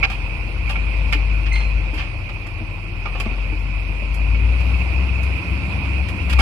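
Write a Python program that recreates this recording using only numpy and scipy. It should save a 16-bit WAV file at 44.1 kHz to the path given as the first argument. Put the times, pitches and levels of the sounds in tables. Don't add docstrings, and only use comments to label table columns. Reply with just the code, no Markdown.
import sys
import numpy as np
from scipy import signal
from scipy.fft import rfft, irfft, next_fast_len
from scipy.io import wavfile
from scipy.ndimage import uniform_filter1d

SR = 44100
rng = np.random.default_rng(int(sys.argv[2]) if len(sys.argv) > 2 else 0)


def waveform_to_disk(signal):
    frames = np.transpose(np.atleast_2d(signal))
    scaled = np.clip(frames, -1, 1) * 32767
    samples = np.round(scaled).astype(np.int16)
    wavfile.write(sys.argv[1], SR, samples)


def decibels_to_gain(level_db):
    exponent = np.asarray(level_db, float) / 20
    return 10 ** exponent


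N = 282681


def evened(x):
    return x / np.sqrt(np.mean(x ** 2) + 1e-20)


def read(points, hz):
    point_hz, value = np.transpose(points)
    return np.interp(np.log(hz + 1), np.log(point_hz + 1), value)


def play(rows):
    s, *columns = np.transpose(rows)
    t = np.arange(s[0], s[-1], 1 / SR)
    return s[0], [np.interp(t, s, column) for column in columns]


def add(mix, start_s, sound):
    part = mix[..., round(start_s * SR):][..., :sound.shape[-1]]
    part += sound[..., :part.shape[-1]]


def colour(points):
    log_gain = np.log(decibels_to_gain(read(points, abs(np.fft.fftfreq(4096, 1 / SR)))))
    return np.fft.ifft(np.exp(np.conj(signal.hilbert(log_gain)))).real[:2048]


def ring(modes, detune=0.96):
    t = np.arange(SR // 4) / SR
    return sum(decibels_to_gain(db - 60 * t / max(t60_s, .01)) * np.sin(2 * np.pi * hz * detune * t)
               for hz, db, t60_s in modes)


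def wander(hz, count):
    r = np.exp(-2 * np.pi * hz / SR)
    drift = signal.lfilter([1], [1, -2 * r, r * r], rng.standard_normal(count + SR))
    return evened(drift[SR:])


# time in seconds, level over its mean in dB.
TYRE_CURVE = [(0.0, 1.5), (0.5, -0.5), (0.93, 1.5), (1.82, 0), (2.27, -2.5), (2.93, -3.5), (3.2, 0.5),
              (3.6, -1.5), (4.3, 0), (4.7, 3), (5.14, 1.5), (5.95, 2.5), (6.12, 1), (6.41, 3.5)]
# mean in dB, share of the tyre noise swing, slope in dB per octave of engine speed.
ROAD_LAYERS = [
    (-33, 0.31, 6.5),
    (-41, 0.76, 2),
    (-33.5, 0.93, 1),
]


def layers_db():
    tyres_db = play(TYRE_CURVE)[1][0]
    firing_hz = play(FIRING_CURVE)[1][0]
    octaves = np.log2(firing_hz / 52)
    return [db + share * tyres_db + per_octave_db * octaves for db, share, per_octave_db in ROAD_LAYERS]


# frequency in Hz, correlation -1 to 1.
LIKENESS = [(60, 1), (150, 0.47), (300, 0.81), (600, 0.88), (950, 0.97), (1300, 0.48), (1650, 0.92),
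            (2200, 0.37), (5000, 0.13)]


def noise(spectrum, level_db, size, patchy_db, flicker_db):
    hop = size // 4
    frames, hz = N // hop + 5, np.fft.rfftfreq(size, 1 / SR)
    a, b, c, d, patches = rng.standard_normal((frames, len(hz), 5)).T
    patches = uniform_filter1d(patches, size=6, axis=0)
    patches = evened(uniform_filter1d(patches, size=12, axis=1))
    flicker = evened(uniform_filter1d(rng.standard_normal(frames), size=5))
    same = np.clip(read(LIKENESS, hz), -1, 1)[:, None]
    left = a + 1j * b
    right = same * left + np.sqrt(1 - same ** 2) * (c + 1j * d)
    gain_db = read(spectrum, hz)[:, None] + patchy_db * patches + flicker_db * flicker
    z = np.array([left, right]) * decibels_to_gain(gain_db)
    x = evened(signal.istft(z, nperseg=size, noverlap=size - hop)[1][:, :N])
    return x * decibels_to_gain(np.pad(level_db, (0, N), "edge")[:N])


# frequency in Hz, level in dB.
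RUMBLE_SPECTRUM = [(25, -32), (38, -23.5), (65, 8), (95, -0.5), (140, -9), (190, -9.5), (230, -15.5),
                   (320, -13.5), (420, -28), (700, -64.5)]
ROAR_SPECTRUM = [(200, -12.5), (380, -0.5), (550, 2.5), (800, 0), (1050, 3.5), (1230, -5), (1400, 0.5),
                 (1620, -7), (1800, -4.5), (2400, -43)]
HISS_SPECTRUM = [(1500, -20), (1950, -2.5), (2500, 2.5), (3100, -6), (3500, -11), (4200, -12),
                 (5000, -15.5), (5700, -20.5), (6500, -25), (8000, -26.5), (10000, -21.5), (11000, -30),
                 (12600, -25), (13300, -66)]


def road():
    rumble_db, roar_db, hiss_db = layers_db()
    rumble = noise(RUMBLE_SPECTRUM, rumble_db + 5.0, size=4096, patchy_db=1.5, flicker_db=.5)
    roar = noise(ROAR_SPECTRUM, roar_db + 0.035, size=512, patchy_db=1.5, flicker_db=0.5)
    hiss = noise(HISS_SPECTRUM, hiss_db - 8.0, size=512, patchy_db=1.5, flicker_db=-0.12)
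    return rumble + roar + hiss


# start in seconds, level in dB, frequency in Hz, t60 in seconds.
CARGO_THUDS = [(1.149, -34.5, 312, 0.17), (1.932, -34, 317, 0.11), (2.606, -37.5, 234.4, 0.16),
               (3.263, -27.5, 230, 0.089), (3.315, -36, 255, 0.094), (3.523, -37.5, 320, 0.16),
               (4.022, -34.5, 219.7, 0.085), (6.395, -22.5, 249, 0.039)]


def cargo():
    out = np.zeros((2, N))
    for s, level_db, hz, t60_s in CARGO_THUDS:
        thud = ring([(hz, 0, t60_s), (1.396 * hz, -5, 0.45 * t60_s), (2.9 * hz, -10, 0.83 * t60_s)])
        thud *= np.minimum(np.arange(len(thud)) / 85.0, 1)
        add(out, s, decibels_to_gain(level_db + 9.5) * np.array([thud, thud]))
    return out


# peak in dB, rise in seconds, hold in seconds, fall in dB/s, throb in dB.
SQUEAK_PARTIALS = [(-22.5, .012, 0.049, 260, 13.5), (-33.5, 0.028, 0.026, 110, 4),
                   (-51, 0.019, 0.021, 160, -3), (-54, 0.023, 0.0088, 172, 1)]
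# gain in dB, phase in radians, fuzz 0-1.
SQUEAK_RIGHT_PORT = [(-4, -1.8, .15), (-5, 2.5, .45), (-2, .3, .8), (-2, .3, .9)]


def squeak():
    out, start_s, t = np.zeros((2, N)), 1.508, np.arange(0, .212, 1 / SR)
    slip_hz, sag_hz_per_s, shake_hz, shake_s = 2092, 250, 52, 0.015
    hz = slip_hz + sag_hz_per_s * (.05 - abs(t - .05))
    slack = np.sin(np.pi * shake_hz * (t - shake_s)) ** 2
    levels_db = []
    for db, rise_s, hold_s, fall, throb_db in SQUEAK_PARTIALS:
        rising_db = 25 * np.maximum(1 - t / rise_s, 0)
        falling_db = fall * np.maximum(t - rise_s - hold_s, 0)
        levels_db.append(db - rising_db - falling_db - throb_db * slack)
    turns = np.cumsum(hz * (1 + 0.0055 * wander(70., len(hz)))) / SR
    for k, (db, (right_db, phase, fuzz)) in enumerate(zip(levels_db, SQUEAK_RIGHT_PORT)):
        shake = decibels_to_gain(db) * (1 + fuzz * (wander(160., len(hz)) + 1j * wander(200.0, len(hz))))
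        tone = shake * np.exp(2j * np.pi * (k + 1) * turns)
        right = decibels_to_gain(right_db) * tone * np.exp(1j * phase)
        add(out, start_s, np.array([tone.real, right.real]))
    scrape = signal.fftconvolve(rng.standard_normal((2, len(hz))), colour(CHAIN_SPECTRUM)[None], "same", axes=1)
    add(out, start_s, decibels_to_gain(levels_db[2] - 7.0) * evened(scrape))
    return out


# frequency in Hz, level in dB, t60 in seconds.
LATCH_MODES = [(2346, 3, .08), (2554, -4, 0.064), (1410, -3, .07), (1800, -8, .04)]
# start in seconds, level in dB.
LATCH_PINGS = [(0.028, -18), (0.037, -26), (0.674, -34.5), (0.7557, -28), (1.125, -24), (3.057, -33.5),
               (4.346, -33.5), (6.389, -27)]


def latch():
    out = np.zeros((2, N))
    ping = ring(LATCH_MODES) * np.minimum(np.arange(SR // 4) / 54.0, 1)
    for s, level_db in LATCH_PINGS:
        add(out, s, decibels_to_gain(level_db) * np.array([ping, ping]))
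    return out


# frequency in Hz, level in dB, t60 in seconds.
HITCH_MODES = [(1450, -2, .025), (1650, -2, .025), (1850, -2, .025), (2220, -2, .03), (2500, -2, .03),
               (2760, 0, .03), (3020, 0, .03), (3250, -2, .03), (3630, -7, .025), (4150, -8, .025),
               (4650, -10, .02), (4950, -11, .02)]
BED_MODES = [(572, -8, 0.042), (794, -4, 0.081), (866, -1.5, 0.051), (992, -3.5, 0.023), (1159, 3.5, 0.035),
             (1330, -8, 0.059)]
# frequency in Hz, level in dB.
CHAIN_SPECTRUM = [(3500, -20), (5000, 0), (6200, -6), (7300, -1), (9000, -3), (10200, -1), (11000, -5),
                  (12500, -2), (13400, -15)]


def hit(level_db, body_db, tick_db, rattle_s, t60_s):
    t = np.arange(SR // 5) / SR
    clicks = rng.standard_normal((2, len(t))) * decibels_to_gain(4.3 * np.minimum(rng.exponential(1, len(t)), 4))
    clicks *= np.minimum(t / (.15 * rattle_s), 1)
    sharp = min(1, .009 / rattle_s)
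    clicks[0, [8, 200]] = clicks[1, [20, 190]] = 20 * sharp, 14 * sharp
    clicks *= decibels_to_gain(-60 * np.maximum(t - rattle_s, 0) / max(t60_s, .01))
    scattered = clicks * decibels_to_gain(np.array([[0.], [-3.5]]))
    detune = rng.uniform(0.96, 1.04)
    clank_band = signal.butter(2, [1300, 5600], "band", fs=SR, output="sos")
    body_band = signal.butter(2, [500, 1800], "band", fs=SR, output="sos")
    clank = signal.sosfilt(clank_band, ring(HITCH_MODES, detune))
    body = signal.sosfilt(body_band, ring(BED_MODES, detune))
    parts = [(scattered, clank, 0), (clicks[[0, 0]], body, body_db + 5),
             (scattered, colour(CHAIN_SPECTRUM), tick_db + 5.5)]
    out = 0
    for source, shape, db in parts:
        rung = signal.fftconvolve(source, shape[None], axes=1)[:, :SR // 5]
        out = out + decibels_to_gain(level_db + db - 11) * rung / np.std(rung[0, :500])
    return out


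# start in seconds, clank in dB, body and tick in dB re clank.
SINGLE_BLOWS = [(0.7567, -25.5, -6.5, -52), (1.125, -14, -12, -20.5), (1.1297, -15, -17, -30),
                (1.461, -21.5, -24, -51), (1.555, -21, -13.5, -32), (1.603, -23.5, -9, -36),
                (2.2918, -30, -2.5, -22), (3.0558, -25, 1.5, -52.5), (3.1512, -28, 0.5, -36),
                (3.2, -17.5, -9, -16.5), (3.256, -29.5, -1, -33), (4.347, -31, -30, -42),
                (6.4028, -11.5, -7.5, -25)]
CHAIN_TICKS = [(2.4672, -31.5, -4, -15), (4.143, -36.5, -32, -2), (4.6046, -33.5, -1, -13),
               (5.2308, -31.5, -32, -9), (6.086, -25, -9, -15)]
# start in seconds, clank in dB, body and tick in dB re clank, length in seconds.
CHATTERS = [(0.03, -12, -11, -49, 0.025), (0.1, -21.5, -7, -21, 0.0071), (0.694, -19, -9, -19.5, 0.011),
            (1.9396, -27.5, -18.5, -19, 0.0092), (1.974, -23, -13.5, -36, 0.027),
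            (6.28, -47, -19, -19, 0.02), (6.296, -20.5, -21, -15.5, 0.012),
            (6.328, -14.5, -13, -18.5, 0.0093), (6.3859, -14.5, -3, -18, 0.029)]


def hitch():
    out, blow_s = np.zeros((2, N)), 0.0038
    for s, *levels_db in SINGLE_BLOWS:
        add(out, s, hit(*levels_db, blow_s, 0.12))
    for s, clank_db, body_db, tick_db, rattle_s in CHATTERS:
        t60_s = 0.17 - 0.04 * (clank_db + 20)
        add(out, s, hit(clank_db, body_db, tick_db, rattle_s, t60_s))
    for s, *levels_db in CHAIN_TICKS:
        add(out, s, hit(*levels_db, blow_s, 0.1))
    return out


# time in seconds, firing rate in Hz, level in dB.
FIRING_CURVE = [(0.0, 46.3, -24.5), (0.45, 46.1, -26.5), (0.73, 51.3, -20.5), (1.1, 52.2, -17),
                (1.75, 51.6, -17), (2.14, 43.5, -30), (2.4, 42.25, -32.5), (2.9, 41.64, -30),
                (3.14, 45.5, -23.5), (3.45, 47.9, -22), (4.03, 50, -22), (4.3, 54.95, -15.5),
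                (4.59, 60.38, -15), (4.91, 63.54, -18.5), (5.35, 65.67, -19.5), (5.9, 66.7, -21.5),
                (6.3, 66.4, -19), (6.41, 62, -12.5)]
# time in seconds, depth in dB.
DRONE_FALTERS = [(5.44, 25), (5.59, 3), (5.69, 36), (6.09, 8), (6.18, 22)]
# multiple of the firing rate, level in dB re rumble, width in Hz.
UPPER_ORDERS = [(2, -9, 2.4), (2.75, -8, 16.2), (4, -16, 6.9), (5, -25.5, 5.7)]
# multiple of the firing rate, level in dB re rumble.
PANEL_ORDERS = [(1.38, 3), (1.65, 4), (2.0, -3), (2.33, 6)]


def engine():
    falter_s, panel_hz, panel_width_hz = 0.039, 94.8, 30
    out, (start_s, (hz, level_db)) = np.zeros(N), play(FIRING_CURVE)
    t = np.arange(len(hz)) / SR
    level_db = level_db - sum(db * np.exp(-((t - at) / falter_s) ** 2) for at, db in DRONE_FALTERS)
    turns = np.cumsum(hz * (1 + .005 * wander(6.0, len(hz)))) / SR
    drone = decibels_to_gain(level_db + 1.06 * wander(18.0, len(hz))) * np.sin(2 * np.pi * turns)
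    add(out, start_s, np.sqrt(2) * drone)
    load_db = layers_db()[0]
    for k, db, width_hz in UPPER_ORDERS:
        a = 2 * np.pi * k * turns
        order = wander(width_hz, len(a)) * np.cos(a) + wander(width_hz, len(a)) * np.sin(a)
        add(out, start_s, decibels_to_gain(load_db + db) * order)
    for k, db in PANEL_ORDERS:
        caught = 1 / (1 + (2 * (k * hz - panel_hz) / panel_width_hz) ** 2) ** 2
        add(out, start_s, decibels_to_gain(load_db + db) * caught * np.sin(2 * np.pi * k * turns))
    return np.array([out, out])


def scene():
    return road() + cargo() + squeak() + latch() + hitch() + engine() * decibels_to_gain(2.0)


# frequency in Hz, gain in dB.
PORT_RESPONSE = [(40, -5.5), (150, -3), (350, 2.5), (1200, -1.5), (1800, 1), (3600, -3), (4800, 5),
                 (6000, 1.5), (12000, 0)]
# frequency in Hz, lag in radians.
PORT_LAG = [(0, -0.5), (1120, 0.53), (1550, -2), (1810, -3.0), (2410, -1.55), (2760, 2.5), (3530, 7.5),
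            (5000, 9), (5680, 13.5), (6460, 15), (7240, 18), (10100, 21), (11500, 33.5), (12800, 24.5)]


def right_port(x):
    port_hz, width_hz, port_db = 2500, 300, 15.5
    size = next_fast_len(N + SR)
    hz = np.fft.rfftfreq(size, 1 / SR)
    cavity = decibels_to_gain(port_db) / (1 + 1j * (hz ** 2 - port_hz ** 2) / (hz * width_hz + 1))
    response = abs(1 + cavity) * decibels_to_gain(read(PORT_RESPONSE, hz)) * np.exp(-1j * read(PORT_LAG, hz))
    return irfft(rfft(x, size) * response, size)[:N]


# frequency in Hz, level in dB re usual share.
MUTE_THRESHOLD = [(1300, -30), (1700, -1.6), (2200, -20), (3600, -1.8), (4600, -6), (6500, -.6), (9000, -2),
                  (12000, .6)]


def gate(x):
    hz, _, z = signal.stft(np.array([x[0] + x[1], x[0] - x[1]]) / 2, SR, nperseg=1024)
    power = uniform_filter1d(uniform_filter1d(abs(z) ** 2, size=7, axis=1), size=4, axis=2)
    share = power / (np.median(power, axis=2, keepdims=True) + 1e-20)
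    treble = share[:, (hz > 3000) & (hz < 12000)]
    share /= np.clip(np.median(treble, axis=1, keepdims=True), .1, 1.2)
    weak = share < decibels_to_gain(2 * read(MUTE_THRESHOLD, hz))[:, None]
    mid, side = signal.istft(z * np.where(weak, decibels_to_gain(-36), 1), SR, nperseg=1024)[1][:, :N]
    return np.array([mid + side, mid - side])


def band_limit(x):
    return signal.sosfilt(signal.butter(12, 13300, fs=SR, output="sos"), x)


def record(dry):
    mix = gate(np.array([dry[0], right_port(dry[1])]))
    return band_limit(mix)


dry = scene()
out = record(dry)
waveform_to_disk(out)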